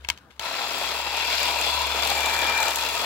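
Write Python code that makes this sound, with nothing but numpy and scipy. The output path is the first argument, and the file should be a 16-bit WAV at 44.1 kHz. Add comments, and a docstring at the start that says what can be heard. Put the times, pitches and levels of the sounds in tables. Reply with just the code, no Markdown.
"""First, trigger clicks close by over a far engine's hum, low air noise and the rustle of hand and stems.
Then a small cordless hedge trimmer runs, held close and to the left of a two-port microphone, outdoors.
A crank drives the blades: gear knocks rattle the plastic housing, the steel blades scrape and snap at each
stroke end, a gear whines. Knocks are random impacts, filtered, with bands that drift; snaps are decaying
noise bursts; clicks are decaying sines with a noise crack; whine, crank tones and hum are wavering sines."""
import sys
import numpy as np
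from scipy import signal
from scipy.fft import rfft, irfft, next_fast_len
from scipy.io import wavfile
from scipy.ndimage import uniform_filter1d, map_coordinates

SR = 44100
rng = np.random.default_rng(int(sys.argv[2]) if len(sys.argv) > 2 else 0)


def to_linear_factor(level_db):
    """Convert decibel levels (scalar or array-like) to linear amplitude factors."""
    exponent = np.asarray(level_db, float) / 20
    return 10 ** exponent


def inscribe(sig):
    """Save sig as 16-bit PCM at rate SR to the path in sys.argv[1].

    A 1-D sig is mono; a 2-D sig holds one channel per row.
    Samples are clipped to [-1, 1] before scaling.
    """
    pcm = np.round(np.clip(np.atleast_2d(sig).T, -1, 1) * 32767)
    wavfile.write(sys.argv[1], SR, pcm.astype(np.int16))


N = 134505
T = np.arange(N) / SR
START_S = .3955  # the motor starts


def unit(x):
    """Scaled to rms 1."""
    return x / np.sqrt(np.mean(x ** 2) + 1e-20)


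def along(points, hz):
    """Reads (f/Hz, value) points on a log frequency axis."""
    f, v = np.transpose(points)
    return np.interp(np.log(hz + 1), np.log(f + 1), v)


def curves(rows):
    """One value per sample for each column after the time."""
    s, *cols = np.transpose(rows)
    return [np.interp(T, s, c) for c in cols]


def wobble(rate):
    """A smooth random curve, rate knots a second."""
    return map_coordinates(rng.standard_normal(int(N * rate / SR) + 4), [T * rate])


def filtered(x, response):
    """x times a response of frequency."""
    m = next_fast_len(N + 8192)
    return irfft(rfft(x, m) * response(np.fft.rfftfreq(m, 1 / SR)), m)[..., :N]


def causal(gain_db):
    """The minimum-phase response with this gain, from its folded cepstrum."""
    c = irfft(np.log(to_linear_factor(gain_db) + 1e-6))
    c[1:len(c) // 2] *= 2
    c[len(c) // 2 + 1:] = 0
    return np.exp(rfft(c))


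def knocks(rate, spread_db, noise_share):
    """Two streams of tiny impacts at shared random moments, over some noise."""
    size = (rng.random(N) < rate / SR) * to_linear_factor(spread_db * rng.standard_normal(N))
    return rng.standard_normal((2, N)) * (unit(size) + noise_share)


def gritty(exciter, spectrum, peaks, patchy_db):
    """An exciting pair given time-frequency patches, colour and resonances; rms 1."""
    z = signal.stft(exciter, nperseg=512)[2]
    field = rng.standard_normal(z.shape[1:])
    field = uniform_filter1d(uniform_filter1d(field, size=4, axis=0), size=10, axis=1)
    pair = signal.istft(z * to_linear_factor(patchy_db * unit(field)), nperseg=512)[1][:, :N]

    def lift(hz):
        return sum(db / (1 + ((hz - c) / w * 2) ** 2) for c, w, db in peaks)
    return unit(filtered(pair, lambda hz: causal(along(spectrum, hz) + lift(hz))))


def bursts(rows, t60, spectrum):
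    """Coloured noise bursts that decay from rows of (t/s, level/dB)."""
    hits = np.zeros(N)
    s, db = np.transpose(rows)
    hits[np.round(s * SR).astype(int)] = to_linear_factor(db)
    t = T[:SR // 10]
    shape = signal.fftconvolve(hits, to_linear_factor(-60 * t / t60))[:N]
    noise = rng.standard_normal((2, N))
    colour = lambda hz: causal(along(spectrum, hz))
    return filtered(noise * shape, colour) / np.std(filtered(noise, colour))


# colour of the air noise: f/Hz, relative level/dB
AIR_COLOUR = [(12, -91), (20, -62), (60, -11), (80, -15), (97, -15), (146, -11.5), (445, -18),
              (1780, -17.5), (2000, -42), (2600, -66), (4400, -120)]


def air():
    """Low, patchy air noise around the microphone."""
    return to_linear_factor(-58) * gritty(rng.standard_normal((2, N)), AIR_COLOUR, [], patchy_db=3.8)


def microphone_hiss():
    """The microphone's own white noise."""
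    return to_linear_factor(-72) * rng.standard_normal((2, N))


# far engine: t/s, level/dB before a 1 dB lift
HUM = [(0, -48), (.06, -46), (.1, -61), (.19, -66), (.35, -58), (.44, -56), (.55, -60.5), (.94, -49.5),
       (1.3, -48), (1.78, -41), (2.05, -41), (2.33, -43.5), (2.68, -49), (3.05, -51)]


def far_engine():
    """One low sine from far off, its level and phase wavering."""
    level = to_linear_factor(curves(HUM)[0] + 1 + 0.89 * wobble(10.23))
    hum = level * np.sin(2 * np.pi * 68.7 * T + 0.36 * wobble(6.0))
    return hum * [[1], [.7]]  # shared part, unshared part


# hand and stems moving: t/s, level/dB
RUSTLE = [(0, -62.5), (.05, -54.5), (.08, -57.5), (.11, -39), (.15, -56.5), (.19, -62), (.2, -62.5),
          (.3, -70), (.308, -56.5), (.34, -62), (.39, -64.5)]
# colour of the rustle: f/Hz, relative level/dB
LEAVES = [(500, -19), (1200, 1), (2200, 2), (3500, 1), (7000, -11), (15900, -23)]


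def rustle():
    """Hand and stems move: sparse tiny impacts over noise."""
    brushing = knocks(690, spread_db=0.0, noise_share=1.2)
    return to_linear_factor(curves(RUSTLE)[0]) * gritty(brushing, LEAVES, [], patchy_db=1.4)


# trigger clicks: t/s, level/dB, crack level over it/dB,
# softness/dB (ring loss per octave above SOFT_HZ; also taken whole off the jab)
CLICKS = [(0.0474, -20.5, -19.5, 17), (0.0874, -11.5, -7.5, 8), (0.1, -8, -10, 4.5),
          (0.1753, -35.5, -8.5, -2), (0.185, -45, -3, 5), (0.306, -41.5, -19, 10), (.364, -51, -6, 4),
          (0.3955, -23.5, -1.5, 6)]
# modes of the plastic trigger: f/Hz, relative level/dB, t60/s
TRIGGER = [(953, -14.5, 0.066), (1630, -8, 0.033), (2185, 1, 0.028), (2600, 3, 0.012), (3110, 1.5, 0.018),
           (3380, -8, 0.018), (4500, 0, 0.012), (7100, -12, 0.015), (10000, -15, 0.01)]
# the housing jolts: f/Hz, relative level/dB, t60/s
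THUMP = (74, -19, 0.15)
# colour of the crack: f/Hz, relative level/dB
CRACK = [(60, -19), (150, -4), (330, -16), (700, -5), (1000, 1), (2200, -8), (3400, 2), (5100, -3.5),
         (7050, -4), (9000, -14.5), (15900, -14)]
SOFT_HZ = 3180
RING_OFFSET_DB, RING_RISE_S = -11, 0.00035
JAB_DB, JAB_S = -2.5, .00006  # the blow itself is one short push


def click_ring(t, soft_db):
    """Trigger modes and housing jolt as decaying sines, duller for a softer click."""
    ring = 0
    for hz, level, t60 in [*TRIGGER, THUMP]:
        loss_db = soft_db * max(np.log2(hz / SOFT_HZ), 0)
        db = level - loss_db + rng.normal(0, 1.3, (2, 1)) - 60 * t / t60
        ring = ring + to_linear_factor(db) * np.sin(2 * np.pi * (hz * t + rng.random((2, 1))))
    return ring * (1 - np.exp(-t / RING_RISE_S))


def trigger():
    """Each click pushes once, rings the plastic trigger and housing, and cracks."""
    out, t = np.zeros((2, N + SR)), T[:SR // 5]
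    for s, db, _, soft_db in CLICKS:
        span = slice(round(s * SR), round(s * SR) + len(t))
        out[:, span] += to_linear_factor(db + RING_OFFSET_DB) * click_ring(t, soft_db)
        push = np.e * t / JAB_S * np.exp(-t / JAB_S)  # peak 1
        out[0, span] -= to_linear_factor(db + JAB_DB - soft_db) * push
    cracks = [(s, db + crack_db) for s, db, crack_db, _ in CLICKS]
    return out[:, :N] + bursts(cracks, 0.021, CRACK)


# crank speed: t/s, rate/turns per s
CRANK = [(.4, 38.86), (1, 38.92), (1.4, 38.32), (1.8, 39.19), (2.1, 38.32), (2.4, 37.63), (2.7, 38.35),
         (3.05, 38.93)]
START_TURN = .89  # crank angle at START_S, in turns


def turns():
    """Crank angle in turns, the running sum of its speed."""
    return START_TURN + np.cumsum(curves(CRANK)[0]) / SR - START_S * CRANK[0][1]


def load_db(shape):
    """Level swing round the crank, once and twice a turn."""
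    once_db, at, twice_db, at2 = shape
    return once_db * np.cos(2 * np.pi * (turns() - at)) + twice_db * np.cos(4 * np.pi * (turns() - at2))


# gear whine: t/s, f/Hz, level/dB
WHINE = [(.9, 2425, -64), (1.15, 2425, -42), (1.32, 2412, -39), (1.55, 2405, -35), (1.65, 2420, -46),
         (2.0, 2380, -39.5), (2.13, 2350, -35.5), (2.25, 2365, -30), (2.5, 2372, -27.5),
         (2.62, 2365, -27.5), (2.7, 2380, -33), (2.78, 2395, -50), (3.05, 2440, -45)]
# whine load: once-a-turn depth/dB, its peak/turns, twice-a-turn depth/dB, its peak/turns
WHINE_LOAD = (3.4, .95, 1.8, .14)
WHINE_LEFT_DB, WHINE_LEAD = 6, 0.12  # left over right; mean lead of the left in radians


def whine():
    """The gear's single line swells unevenly with the crank and reaches both ports almost in step."""
    hz, db = curves(WHINE)
    side = np.array([[.5], [-.5]])  # left, right
    angle = 2 * np.pi * np.cumsum(hz) / SR + 1.4 * wobble(30) + 0.58 * wobble(160)
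    angle = angle + side * (WHINE_LEAD + 0.34 * wobble(51))
    swing_db = load_db(WHINE_LOAD) * (1 + .4 * wobble(25.06)) + 1.9 * wobble(50)
    return to_linear_factor(db + side * WHINE_LEFT_DB + swing_db) * np.sin(angle)


# low tones of the crank: multiple of its rate, offset/dB
ORDERS = [(6, -8.5), (7, -0.5)]
# their common level: t/s, level/dB
ORDERS_LEVEL = [(.45, -62), (.6, -50.5), (.9, -51), (1.1, -66), (1.45, -56), (1.6, -51), (2.0, -65),
                (2.3, -52), (2.5, -51.5), (3.05, -61.5)]


def crank_tones():
    """Two sines at whole multiples of the crank rate, each wavering in level."""
    out = 0
    for multiple, db in ORDERS:
        level = to_linear_factor(db + curves(ORDERS_LEVEL)[0] + 1.8 * wobble(6.9))
        out = out + level * np.sin(2 * np.pi * multiple * turns())
    return out


# individual blade snaps: t/s, level/dB before a 1.5 dB cut
SNAPS = [(0.785, -26), (0.9375, -40), (1.249, -30), (1.301, -34), (1.3248, -36), (1.353, -32), (1.403, -26),
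         (1.431, -22), (1.508, -31), (1.613, -22), (1.8694, -28), (2.0222, -33), (2.0727, -23.5),
         (2.1, -21), (2.1524, -30.5), (2.206, -28), (2.26, -20.5), (2.3909, -29), (2.4687, -48),
         (2.497, -27), (2.603, -22.5), (2.578, -24), (2.629, -18), (2.6824, -19.5), (2.7076, -29),
         (2.733, -31), (2.758, -17.5), (2.835, -27), (2.8877, -28), (2.9516, -28)]
# colour of a snap: f/Hz, relative level/dB
SNAP_COLOUR = [(1500, -120), (2500, 10.5), (5000, 1), (7100, 9), (9000, 0.5), (13000, 4), (16000, -3.5)]
SNAP_TURN = 0.0082  # crank angle of a stroke end, in turns
SNAP_DB, BACK_DB, SNAP_SPREAD_DB = -35, -4, 3  # usual level; return stroke weaker; random spread


def snaps():
    """The blades snap at each stroke end, unevenly, louder as the hiss grows; some strokes catch a stem."""
    half_turns = np.floor(2 * (turns() - SNAP_TURN))
    ends = np.flatnonzero((np.diff(half_turns) > 0) & (T[1:] > START_S))
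    chance = rng.standard_normal((len(ends), 2))
    rattle_db, _, hiss_db = curves(DRIVE)
    hiss_level_db = rattle_db + hiss_db
    strength_db = (hiss_level_db - np.mean(hiss_level_db))[ends]
    back = half_turns[ends + 1] % 2
    db = SNAP_DB + strength_db + BACK_DB * back + SNAP_SPREAD_DB * chance[:, 0]
    times = np.clip(T[ends] + .0007 * chance[:, 1], 0, T[-1])
    return bursts(np.r_[np.c_[times, db], np.array(SNAPS) + [0, -1.5]], 0.017, SNAP_COLOUR)


KNOCK_SPREAD_DB = 3.5
REPEAT_SHARE, SLOTS = .6, 1100  # gain of the chatter that returns every turn; slots round the crank
SLACK_DB, SLACK_TURN, SLACK_UNTIL_S = 1.5, 0.6, 0.82  # swing depth, its peak in turns, its end


def chatter(rate, noise_share, load, lumps_db):
    """Knocks, some the same at every turn, swinging with the crank and bunching.
    The free-running drive clatters once a turn until the blades enter the stems."""
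    slot = (turns() % 1 * SLOTS).astype(int)
    same = knocks(rate, KNOCK_SPREAD_DB, noise_share)[:, slot]
    fresh = knocks(rate, KNOCK_SPREAD_DB, noise_share)
    slack_db = SLACK_DB * np.cos(2 * np.pi * (turns() - SLACK_TURN)) * np.clip((SLACK_UNTIL_S - T) * 10, 0, 1)
    return (fresh + REPEAT_SHARE * same) * to_linear_factor(load_db(load) + slack_db + lumps_db)


def drifting(exciter, rows, width_hz):
    """One band of the tool's noise, picked out by a double-pole filter, drifts in pitch and level."""
    hz, db = curves(rows)
    spin = np.exp(2j * np.pi * np.cumsum(hz) / SR)
    pole = np.exp(-np.pi * width_hz / SR)
    # shift the band to 0 Hz, filter it there, shift back
    band = signal.lfilter([1], [1, -2 * pole, pole ** 2], exciter / spin) * spin
    return to_linear_factor(db - 7) * unit(band.real)


# running drive: t/s, housing rattle level/dB, blade scrape over it/dB, treble hiss over it/dB (before trims)
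DRIVE = [(.4, -38.5, 4, -4), (.58, -35, 3, -6.5), (.81, -33.5, 2, -5), (1.09, -34, 3, -7),
         (1.37, -33.5, 7.5, -3), (1.53, -31.5, 3.5, -5), (1.75, -32, 3, -5), (1.95, -31, 2, -7),
         (2.1, -30, 2, -4.5), (2.35, -31, 2, -4.5), (2.55, -31, 2, -5.5), (2.71, -31, 1.5, -3),
         (2.85, -34, 5, -2), (3.05, -31.5, 0.5, -6)]
# colours of housing rattle, blade scrape and treble hiss: f/Hz, relative level/dB
RATTLE = [(53, -50), (90, -14), (97, -26), (129, -21), (259, -12), (310, -11.5), (480, -5), (728, -1.5),
          (919, -1), (1150, -3.5), (1700, -16), (2210, -25.5), (3740, -120)]
SCRAPE = [(820, -44), (1400, -5), (1730, -9.5), (2470, 0.5), (2720, -1.5), (3100, -5.5), (3390, 0.5),
          (3640, -3), (3970, -3), (4940, -5), (6000, -12.5), (7800, -37), (13200, -120)]
HISS = [(3000, -36), (5200, -5), (6390, -4), (7280, 2.5), (9030, -8.5), (9730, -7), (11200, -6),
        (15800, -6)]
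# resonances of housing and blades: f/Hz, width/Hz, lift/dB
HOUSING = [(687, 45, 4), (812, 35, 3), (1345, 110, 4), (1690, 30, 2)]
BLADES = [(4835, 83, 3.8), (7070, 170, 4), (8800, 46, 1.8), (9500, 110, 7.5)]
# load round the crank: once-a-turn depth/dB, its peak/turns, twice-a-turn depth/dB, its peak/turns
RATTLE_LOAD = (0.85, 0.43, 0.2, 0.073)
SCRAPE_LOAD = (0.66, 0.33, 0.75, 0.038)
HISS_LOAD = (0.52, .03, 0.51, 0.04)
# drifting bands of the tool's noise, as its ground reflection shifts while it moves:
# t/s, f/Hz, level/dB before a 7 dB cut; named for their pitch, lowest first
BAND_900 = [(.41, 860, -31), (.52, 1066, -36), (.7, 920, -39.5), (1.0, 925, -33.5), (1.35, 960, -29.5),
            (1.62, 940, -29), (1.8, 960, -24), (1.95, 960, -37), (2.05, 856, -33), (2.25, 880, -24),
            (2.4, 914, -29), (2.65, 892, -25.5), (3.05, 946, -35)]
BAND_1300 = [(.44, 1315, -37), (.9, 1330, -41.5), (1.5, 1340, -41), (2.2, 1310, -44), (2.65, 1320, -30),
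             (2.85, 1310, -39), (3.05, 1210, -32)]
BAND_1800 = [(.44, 1830, -37.5), (.7, 1850, -37), (1.3, 1890, -40.5), (1.9, 1920, -43), (2.26, 1750, -29),
             (2.6, 1680, -27.5), (2.75, 1840, -37), (3.05, 1950, -36)]
BAND_2700 = [(.44, 2650, -40.5), (.7, 2600, -36), (.9, 2660, -41), (1.05, 2720, -32), (1.2, 2660, -28.5),
             (1.4, 2760, -33), (1.7, 2680, -29.5), (2.1, 2810, -43), (2.6, 2730, -51), (2.8, 2730, -31.5),
             (3.05, 2640, -37)]
BAND_3400 = [(.44, 3450, -47), (.7, 3275, -35), (1.1, 3330, -36.5), (1.35, 3440, -37), (1.55, 3300, -37),
             (1.7, 3414, -27.5), (1.95, 3450, -32), (2.3, 3520, -31), (2.7, 3340, -47), (3.05, 3390, -31)]
BAND_4100 = [(.44, 4050, -38), (.8, 4070, -44), (1.05, 3920, -38), (1.38, 4060, -42), (1.55, 4110, -37),
             (1.75, 4100, -29.5), (1.95, 4090, -39), (2.5, 3990, -50), (3.05, 4180, -35)]
# width/Hz of each filter pole, in the order of the list in drive()
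BAND_WIDTHS_HZ = (150, 170, 85, 600, 170, 170)


def drive():
    """Gear knocks rattle the housing and the blades; all swings with the crank."""
    level_db, scrape_db, hiss_db = curves(DRIVE)
    level_db = level_db + .5 * wobble(12)
    lumps = wobble(110)  # bunching common to gears and blades

    def gears():
        return chatter(3500, 0.36, RATTLE_LOAD, 1.3 * lumps + 1.04 * wobble(80))

    def teeth():
        return chatter(5600, 0.71, SCRAPE_LOAD, 0.68 * lumps + 0.47 * wobble(90))

    slide = knocks(10500, KNOCK_SPREAD_DB, noise_share=0.85) * to_linear_factor(load_db(HISS_LOAD) + 0.84 * wobble(90))
    rattle = to_linear_factor(-1.82) * gritty(gears(), RATTLE, HOUSING, patchy_db=0.83)
    scrape = to_linear_factor(scrape_db - 1.0) * gritty(teeth(), SCRAPE, BLADES, patchy_db=1.37)
    hiss = to_linear_factor(hiss_db - 0.5) * gritty(slide, HISS, BLADES, patchy_db=1.2)
    exciters = (gears, teeth, teeth, gears, teeth, gears)
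    paths = (BAND_900, BAND_2700, BAND_3400, BAND_1800, BAND_4100, BAND_1300)
    bands = sum(drifting(exciter(), rows, width)
                for exciter, rows, width in zip(exciters, paths, BAND_WIDTHS_HZ))
    return to_linear_factor(level_db) * (rattle + scrape + hiss) + bands


# left port over right: f/Hz, level/dB
LEFT_DB = [(60, -0.5), (130, 2.5), (290, 1), (640, 3), (1410, 5.5), (3100, 7.0), (6820, 6), (15000, -3)]
# phase by which the left port leads in the shared part: f/Hz, lead/radians
LEAD = [(0, 0), (2410, 1.25), (3360, -2.5), (5000, 3.5), (10500, 4), (12000, 7.5), (15500, 9), (16500, 19)]
# likeness of the two ports, setting the split into shared and unshared: f/Hz, share (0 to 1)
ALIKE = [(60, .93), (150, .7), (300, .85), (700, .9), (1400, .6), (2800, .42), (5500, .2), (11000, .05)]


def microphone_port(shared, own, side):
    """One port (side 1 left, -1 right) hears the shared part and, with opposite sign, the unshared."""
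    def port(hz):
        lead = np.interp(hz, *np.transpose(LEAD))
        return to_linear_factor(side * along(LEFT_DB, hz) / 2) * np.exp(.5j * side * lead)

    def split(hz):
        return np.arccos(np.clip(along(ALIKE, hz), 0, 1)) / 2
    common = filtered(shared, lambda hz: port(hz) * np.cos(split(hz)))
    return common + side * filtered(own, lambda hz: port(hz) * np.sin(split(hz)))


def scene():
    """All sources at two ports, mostly louder on the left and out of step; the whine has its own placing."""
    run_up_s = 0.017  # time constant of the level rise
    running = (T > START_S) * (1 - np.exp(-np.abs(T - START_S) / run_up_s))
    background = air() + rustle() + far_engine() + microphone_hiss()
    shared, own = running * (drive() + crank_tones() + snaps()) + trigger() + background
    ports = np.array([microphone_port(shared, own, side) for side in (1, -1)])
    return to_linear_factor(1.0) * ports + running * whine()  # 1 dB lift on all but the whine


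def top_cut(x):
    """Nothing passes above the cut-off."""
    return signal.sosfilt(signal.butter(12, 16950, fs=SR, output="sos"), x)


def record(dry):
    """The recorder's band limit: a 150 Hz wide slope ending at 15.9 kHz."""
    mix = filtered(dry, lambda hz: np.clip((15900 - hz) / 150, .003, 1))
    return top_cut(mix)


dry = scene()
out = record(dry)
inscribe(out)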